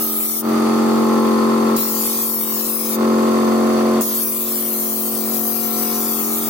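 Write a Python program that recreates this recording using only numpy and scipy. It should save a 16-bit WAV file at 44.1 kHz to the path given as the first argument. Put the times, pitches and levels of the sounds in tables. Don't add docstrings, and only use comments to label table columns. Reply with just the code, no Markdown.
import sys
import numpy as np
from scipy import signal
from scipy.fft import rfft, irfft, next_fast_len
from scipy.io import wavfile
from scipy.ndimage import uniform_filter1d

SR = 44100
rng = np.random.default_rng(int(sys.argv[2]) if len(sys.argv) > 2 else 0)


def log_audio(samples):
    frames = np.atleast_2d(samples).T
    limited = np.clip(frames, -1, 1)
    pcm = np.round(limited * 32767).astype(np.int16)
    wavfile.write(sys.argv[1], SR, pcm)


N = 286209
TIME = np.arange(N) / SR
CRANK_HZ = 44.97
DRONE_DB, RATTLE_DB, HEAD_DB, LEAK_DB = -18, -27, -40, -38.5

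# frequency in Hz, correlation of left and right.
COHERENCE = [(100, 0.68), (300, 0.02), (700, 0.34), (1300, 0.27), (2400, 0), (16000, 0.27)]
# time in seconds, metres below the statue's shoulder, metres to the right.
MIC_PATH = [(0.1, 0.96, 0.05), (0.6, 0.65, 0.015), (1.15, 0.037, 0.018), (2.8, 0.025, 0.16),
            (3.8, 0.052, 0.75), (4.7, 0.077, 0.91), (5.4, 0.23, 1), (5.95, 0.33, 0.23), (6.3, 0.87, 0.11)]
# multiple of the crank speed, relative level at the shoulder in dB,
# change in dB per metre down, change in dB per metre to the right.
HARMONICS = [(1, -50, 0, 0), (2, -33.5, 3, 2), (3, -24, 1.5, 0), (4, -28, 1, -7), (5, 0.5, -0.5, 0),
             (6, -13, -7, 5), (7, -9.5, 5.5, -8), (8, -6.5, -9.5, 4), (9, -7.5, 1, -6), (10, -13, -8.5, 2),
             (11, -11, -9.5, 0.5), (12, -13, -10.5, 1.5), (13, -36.5, 19, 7), (14, -21, 1, 8),
             (15, -27, -5, -1), (16, -20, 2, 6), (17, -24.5, 0, 6.5), (18, -20.5, 6, -29),
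             (19, -15.5, -13, -4.5), (20, -15.5, -2, -21), (21, -24.5, -5, -7), (22, -28.5, -13, 4.5),
             (23, -12.5, -16, -2), (24, -12, -11, -8), (25, -13.5, -22, -5), (26, -21, 2, 1.5),
             (27, -19, 5, -35), (28, -25, 14, -6), (29, -19.5, -3.5, -27), (30, -20.5, -3, -9),
             (31, -46, 16, 14)]
# harmonic, time in seconds, half-length in seconds, gain in dB.
NODES_AND_ANTINODES = [(28, 1.43, 0.067, 9.5), (16, 4.3, 0.19, -6), (16, 5.78, 0.44, 6),
                       (14, 5.85, 0.3, -14), (16, 6.25, 0.14, -4), (30, 5.66, 0.43, 11.5),
                       (28, 1.1, 0.21, 4), (23, 6, 0.64, 4), (19, 6.5, 0.43, 4)]
THUMP_LAG_HZ = [255.4, 441.2, 542.2]
# frequency in Hz, bandwidth in Hz, relative level in dB.
HEAD_MODES = [(1790, 43, -4.5), (2635, 100, -13.5), (3640, 220, -7), (4420, 75, -2.5), (4720, 190, -5.5),
              (6270, 84, -9)]
# frequency in Hz, left over right in dB.
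DRONE_PAN = [(100, 0), (220, 0.5), (380, 2.5), (700, 1), (1400, -1)]
LEAK_PAN = [(4400, 13), (8000, 8), (14000, 27)]
# frequency in Hz, relative spectral density in dB.
RATTLE_SPECTRUM = [(15, -40), (40, -23), (100, -18), (170, -6), (240, 5), (450, 4), (650, -2), (950, -1),
                   (1150, 1.4), (1380, 0), (1600, -10), (2000, -8.5), (3000, -15), (5500, -21),
                   (10000, -25.5), (16000, -32)]
LEAK_SPECTRUM = [(1000, -45), (3000, -4), (3600, 1), (4200, -3), (5500, -3), (6300, 8.5), (6900, -34),
                 (7400, 9.5), (7900, -2), (8500, 4), (10000, 2), (11000, 4), (12400, 3), (13500, 1),
                 (14100, 10), (14600, -3), (15100, -3), (15700, 2), (16500, -11)]
SPIT_SPECTRUM = [(500, -25), (2000, -16), (3200, -26), (5000, -3), (6500, -1), (8000, -1), (11000, -7),
                 (15500, 7)]
JET_SPECTRUM = [(300, -60), (900, -23), (1600, -13), (2900, -12.5), (3600, -10.5), (4400, -9), (5300, -5.5),
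                (6300, -6), (6900, -6), (7600, -6), (8200, -2.5), (9000, -2), (10000, -2), (12000, 2.5),
                (14000, 5.5), (15600, 6), (17000, 0.5)]
# start in seconds, end in seconds, valve opening time in seconds,
# spit level in dB, puff level in dB.
TRIGGER_PULLS = [(-0.1, 0.404, 0.01, -18, -56), (1.7633, 2.95, 0.002, -10.5, -33),
                 (4.009, 6.6, 0.0095, -10.5, -46)]
# time in seconds, relative level of the jet in dB, that of its rush on the statue in dB.
SPRAY_LEVELS = [
    [(0.05, -9.5, -12), (0.28, -5.5, -8.5), (0.4, -7, -10)],
    [(1.8, -14.5, -12), (2.05, -12.5, -9.5), (2.32, -9.5, -9.5), (2.52, -10.5, -8.5), (2.78, -8, -9.5),
     (2.92, -15.5, -12)],
    [(4.08, -12, -12), (4.2, -11.5, -9), (4.32, -7.5, -11.5), (4.52, -11.5, -11), (4.75, -9, -13),
     (5.25, -12.5, -14.5), (5.6, -15.5, -12.5), (5.9, -16, -12.5), (6.4, -14, -14)],
]
# time in seconds, left over right in dB.
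NOZZLE_PAN = [(0.2, 5), (2.3, 5.5), (4.5, 2.5), (5.6, 10.5), (6.4, 5)]
# time in seconds, half-length in seconds, # gain in dB, centre in Hz, half-width in Hz, glide in Hz per second.
SWISHES_AND_WHISTLES = [(1.826, 0.068, 5, 14400, 700, 0), (1.926, 0.04, 4.5, 12400, 900, -9000),
                        (2.06, 0.08, 6, 11200, 1400, 9000), (2.383, 0.2, 2.5, 14200, 700, 0),
                        (2.73, 0.05, 2, 15000, 1000, 5000), (4.087, 0.056, 0, 14600, 700, -4000),
                        (4.21, 0.05, 6.5, 11500, 1600, -5000), (5.25, 0.2, -1, 14200, 1200, -2000),
                        (5.44, 0.13, 8, 12300, 1000, -1000), (5.69, 0.21, 5, 12300, 900, -2000),
                        (5.963, 0.3, 3, 13800, 1500, 0)]


def from_db(db):
    return 10 ** (np.asarray(db) / 20)


def unit_rms(x):
    return x / np.sqrt(np.mean(x ** 2) + 1e-20)


def in_time(rows, time=TIME):
    times, *columns = np.transpose(rows)
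    return [np.interp(time, times, column) for column in columns]


def at_hz(points, hz):
    points = np.array(points)
    return np.interp(np.log(hz), np.log(points[:, 0]), points[:, 1])


def pan(balance_db):
    pair = from_db(np.array([[.5], [-.5]]) * balance_db)
    return pair / np.sqrt(np.mean(pair ** 2, axis=0))


def drift(rate_hz, time=TIME):
    grid_hz = 200
    pole = np.exp(-2 * np.pi * rate_hz / grid_hz)
    slow = signal.lfilter([1], [1, -2 * pole, pole * pole], rng.standard_normal(2000))[600:]
    return np.interp(time * grid_hz, np.arange(len(slow)), unit_rms(slow))


def noise(spectrum, balance=((1000, 0),)):
    size = next_fast_len(N, True)
    hz = np.maximum(np.fft.rfftfreq(size, 1 / SR), 1)
    mid, side = rfft(rng.standard_normal((2, size)))
    alike = at_hz(COHERENCE, hz)
    pair = np.sqrt(1 + alike) * mid + np.sqrt(1 - alike) * side * [[1], [-1]]
    return unit_rms(irfft(pair * from_db(at_hz(spectrum, hz)) * pan(at_hz(balance, hz)), size)[:, :N])


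def mottle(x, depth_db, patch_hz, rate_hz, shared, twist_rad):
    hz, when, spectra = signal.stft(x, SR, nperseg=1024)
    bands = np.arange(170)
    both, left, right = np.array([[drift(rate_hz, when) for band in bands] for path in range(3)])
    weights = np.exp(-(2 * hz[:, None] / patch_hz - bands) ** 2)
    own = weights @ np.array([left, right])
    colour = np.sqrt(shared) * (weights @ both) + np.sqrt(1 - shared) * own
    gain = from_db(depth_db * np.minimum(colour, np.tanh(colour))) * np.exp(1j * twist_rad * own)
    return unit_rms(signal.istft(spectra * gain, SR, nperseg=1024)[1][:, :N])


def crank(wow=0.000697, flutter=0.003045):
    return np.cumsum(CRANK_HZ * (1 + wow * drift(1.16) + flutter * drift(25.5))) / SR


def drone(turns, lag_width_hz=21, burr_hz=630, burr_turns=0.2606, burr_smear=0.0141,
          waver_db=2.0, walk_hz=0.62):
    hop = 64
    steps = TIME[::hop]
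    down_m, right_m = in_time(MIC_PATH, steps)
    spin, out = np.exp(2j * np.pi * turns), np.zeros((2, N))
    for order, order_db, down_slope, right_slope in HARMONICS:
        hz = order * CRANK_HZ
        shortness = min(hz / 800, 1)
        wander = np.array([drift(walk_hz, steps) for channel in range(2)])
        level_db = order_db + down_slope * down_m + right_slope * right_m + waver_db * shortness * wander
        level_db += sum(db * np.exp(-((steps - at_s) / half_s) ** 2)
                        for harmonic, at_s, half_s, db in NODES_AND_ANTINODES if harmonic == order)
        stereo_lag = shortness * np.tanh(drift(walk_hz, steps)) * [[1], [-1]]
        lag = 2 * np.sum(np.arctan(2 * (hz - np.array(THUMP_LAG_HZ)) / lag_width_hz))
        orders_above = max(hz - burr_hz, 0) / CRANK_HZ
        lag += 2 * np.pi * orders_above * (burr_turns + burr_smear * orders_above / 2)
        lag += shortness ** 2 * drift(walk_hz / 2, steps)
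        phasor = from_db(level_db) * pan(at_hz(DRONE_PAN, hz)) * np.exp(-1j * (lag + stereo_lag))
        out += np.real(np.repeat(phasor, hop, axis=1)[:, :N] * spin ** order)
    return from_db(DRONE_DB) * np.sqrt(2) * out


def rattle(turns, stroke_db=1.1, valve_db=-0.2, peak_turns=0.37, repeating=0.37, uneven_db=1.23):
    angle = 2 * np.pi * (turns - peak_turns)
    pulsing_db = stroke_db * np.cos(angle) + valve_db * np.cos(2 * angle) + uneven_db * drift(37)
    pulsing = unit_rms(from_db(pulsing_db))
    periodic = noise(RATTLE_SPECTRUM)[:, (turns % 1 * SR / CRANK_HZ).astype(int)]
    periodic = signal.sosfilt(signal.butter(4, 1450, "high", fs=SR, output="sos"), periodic)
    chatter = pulsing * (noise(RATTLE_SPECTRUM) + np.sqrt(repeating) * periodic)
    taps, head = np.sqrt(pulsing) * rng.standard_normal((2, N)), 0
    for hz, width_hz, level_db in HEAD_MODES:
        radius = np.exp(-np.pi * width_hz / SR)
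        resonator = [1, -2 * radius * np.cos(2 * np.pi * hz / SR), radius * radius]
        head += from_db(level_db) * unit_rms(signal.lfilter([1, 0, -1], resonator, taps))
    return from_db(RATTLE_DB) * chatter + from_db(HEAD_DB) * head


def leak(pulsing_db=2.5):
    strokes = from_db(pulsing_db * np.cos(2 * np.pi * CRANK_HZ * TIME))
    hiss = noise(LEAK_SPECTRUM, LEAK_PAN)
    hiss = mottle(hiss, depth_db=3.0, patch_hz=219, rate_hz=3.0, shared=0.98, twist_rad=0.88)
    return from_db(LEAK_DB) * strokes * hiss


def puffs(top_hz=110, swell_s=0.0085):
    low_pass = signal.butter(2, top_hz, fs=SR, output="sos")
    rumble = unit_rms(signal.sosfilt(low_pass, rng.standard_normal(N)))
    envelope = 0
    for opens, *_, puff_db in TRIGGER_PULLS:
        age = np.maximum(TIME - opens, 0) / swell_s
        envelope += from_db(puff_db) * age * np.exp(1 - age)
    return envelope * rumble


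def spits(decay_s=0.013):
    envelope = sum(from_db(spit_db) * (TIME > opens) * np.exp(-np.abs(TIME - opens) / decay_s)
                   for opens, _, _, spit_db, _ in TRIGGER_PULLS)
    return envelope * noise(SPIT_SPECTRUM)


def statue_reflection(x, echo=0.21, gap_m=0.1393, sway_m=0.012, sway_hz=1.58):
    hz, when, spectra = signal.stft(x, SR, nperseg=512)
    hz = hz[:, None]
    distance_m = gap_m + sway_m * np.array([drift(sway_hz, when) for channel in range(2)])[:, None]
    lag_s = 2 * distance_m / 343
    comb = (1 + echo * np.exp(-2j * np.pi * hz * lag_s)) / np.sqrt(1 + echo ** 2)
    swish_db = 0
    for at_s, half_s, db, centre_hz, half_hz, glide in SWISHES_AND_WHISTLES:
        offset_hz = hz - centre_hz - glide * (when - at_s)
        swish_db += db * np.exp(-((when - at_s) / half_s) ** 2 - (offset_hz / half_hz) ** 2)
    return signal.istft(spectra * comb * from_db(swish_db), SR, nperseg=512)[1][:, :N]


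def nozzle_hiss(direct_share=0.77, right_lag_s=0.0003):
    nozzle = noise(JET_SPECTRUM)[0]
    direct = np.array([nozzle, np.roll(nozzle, round(right_lag_s * SR))])
    hiss = np.sqrt(direct_share) * direct + np.sqrt(1 - direct_share) * noise(JET_SPECTRUM)
    return mottle(hiss, depth_db=5.8, patch_hz=204.46, rate_hz=5.3, shared=0.73, twist_rad=1.0)


def spray(gain_db=3.0, sputter_db=0.43, rush_top_hz=8000, close_s=0.022, linger_db=-20, linger_s=0.064,
          tremor_db=0.57, tremor_pan_db=2.0, tremor_hz=3.0):
    jet = statue_reflection(nozzle_hiss())
    rush = signal.sosfiltfilt(signal.butter(3, rush_top_hz, fs=SR, output="sos"), jet)
    side_db, = in_time(NOZZLE_PAN)
    beam = (jet - rush) * from_db(-tremor_db * drift(tremor_hz))
    beam *= pan(side_db + tremor_pan_db * drift(tremor_hz))
    air = 0
    for (opens, closes, opening_s, *_), levels in zip(TRIGGER_PULLS, SPRAY_LEVELS):
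        beam_db, rush_db = in_time(levels)
        opening = np.clip((TIME - opens) / opening_s, 0, 1)
        since_closed = np.maximum(TIME - closes, 0)
        closing = np.clip(1 - since_closed / close_s, 0, 1)
        linger = from_db(linger_db) * np.exp(-since_closed / linger_s)
        air += opening * np.maximum(closing, linger) * from_db(beam_db) * beam
        air += opening * closing * from_db(rush_db) * rush
    return from_db(gain_db + sputter_db * drift(23)) * air


def scene():
    turns = crank()
    return drone(turns) + rattle(turns) + leak() + spray() + spits() + puffs()


def gain_control(x, threshold_db=-16.5, slope=0.9, attack_s=0.0041, creep_s=0.047, headroom_db=2.5,
                 release_s=0.031):
    treble = np.diff(x, prepend=0)
    level_db = 10 * np.log10(uniform_filter1d(np.mean(treble ** 2, axis=0), size=176) + 1e-12)
    steps = TIME[::44]
    wanted_db = slope * np.maximum(np.interp(steps, TIME, level_db) - threshold_db, 0)
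    attack, creep, release = 1 - np.exp(-steps[1] / np.array([attack_s, creep_s, release_s]))
    cut_db = [wanted_db[0]]
    for target_db in wanted_db[1:]:
        over_db = target_db - cut_db[-1]
        gentle_db = over_db * (creep if over_db > 0 else release)
        fast_db = attack * max(over_db - headroom_db, 0)
        cut_db.append(cut_db[-1] + gentle_db + fast_db)
    return x * from_db(-np.interp(TIME, steps, cut_db))


def record(dry, cutoff_hz=15950):
    low_pass = signal.ellip(12, .1, 90, cutoff_hz, fs=SR, output="sos")
    return signal.sosfilt(low_pass, gain_control(dry))


dry = scene()
out = record(dry)
log_audio(out)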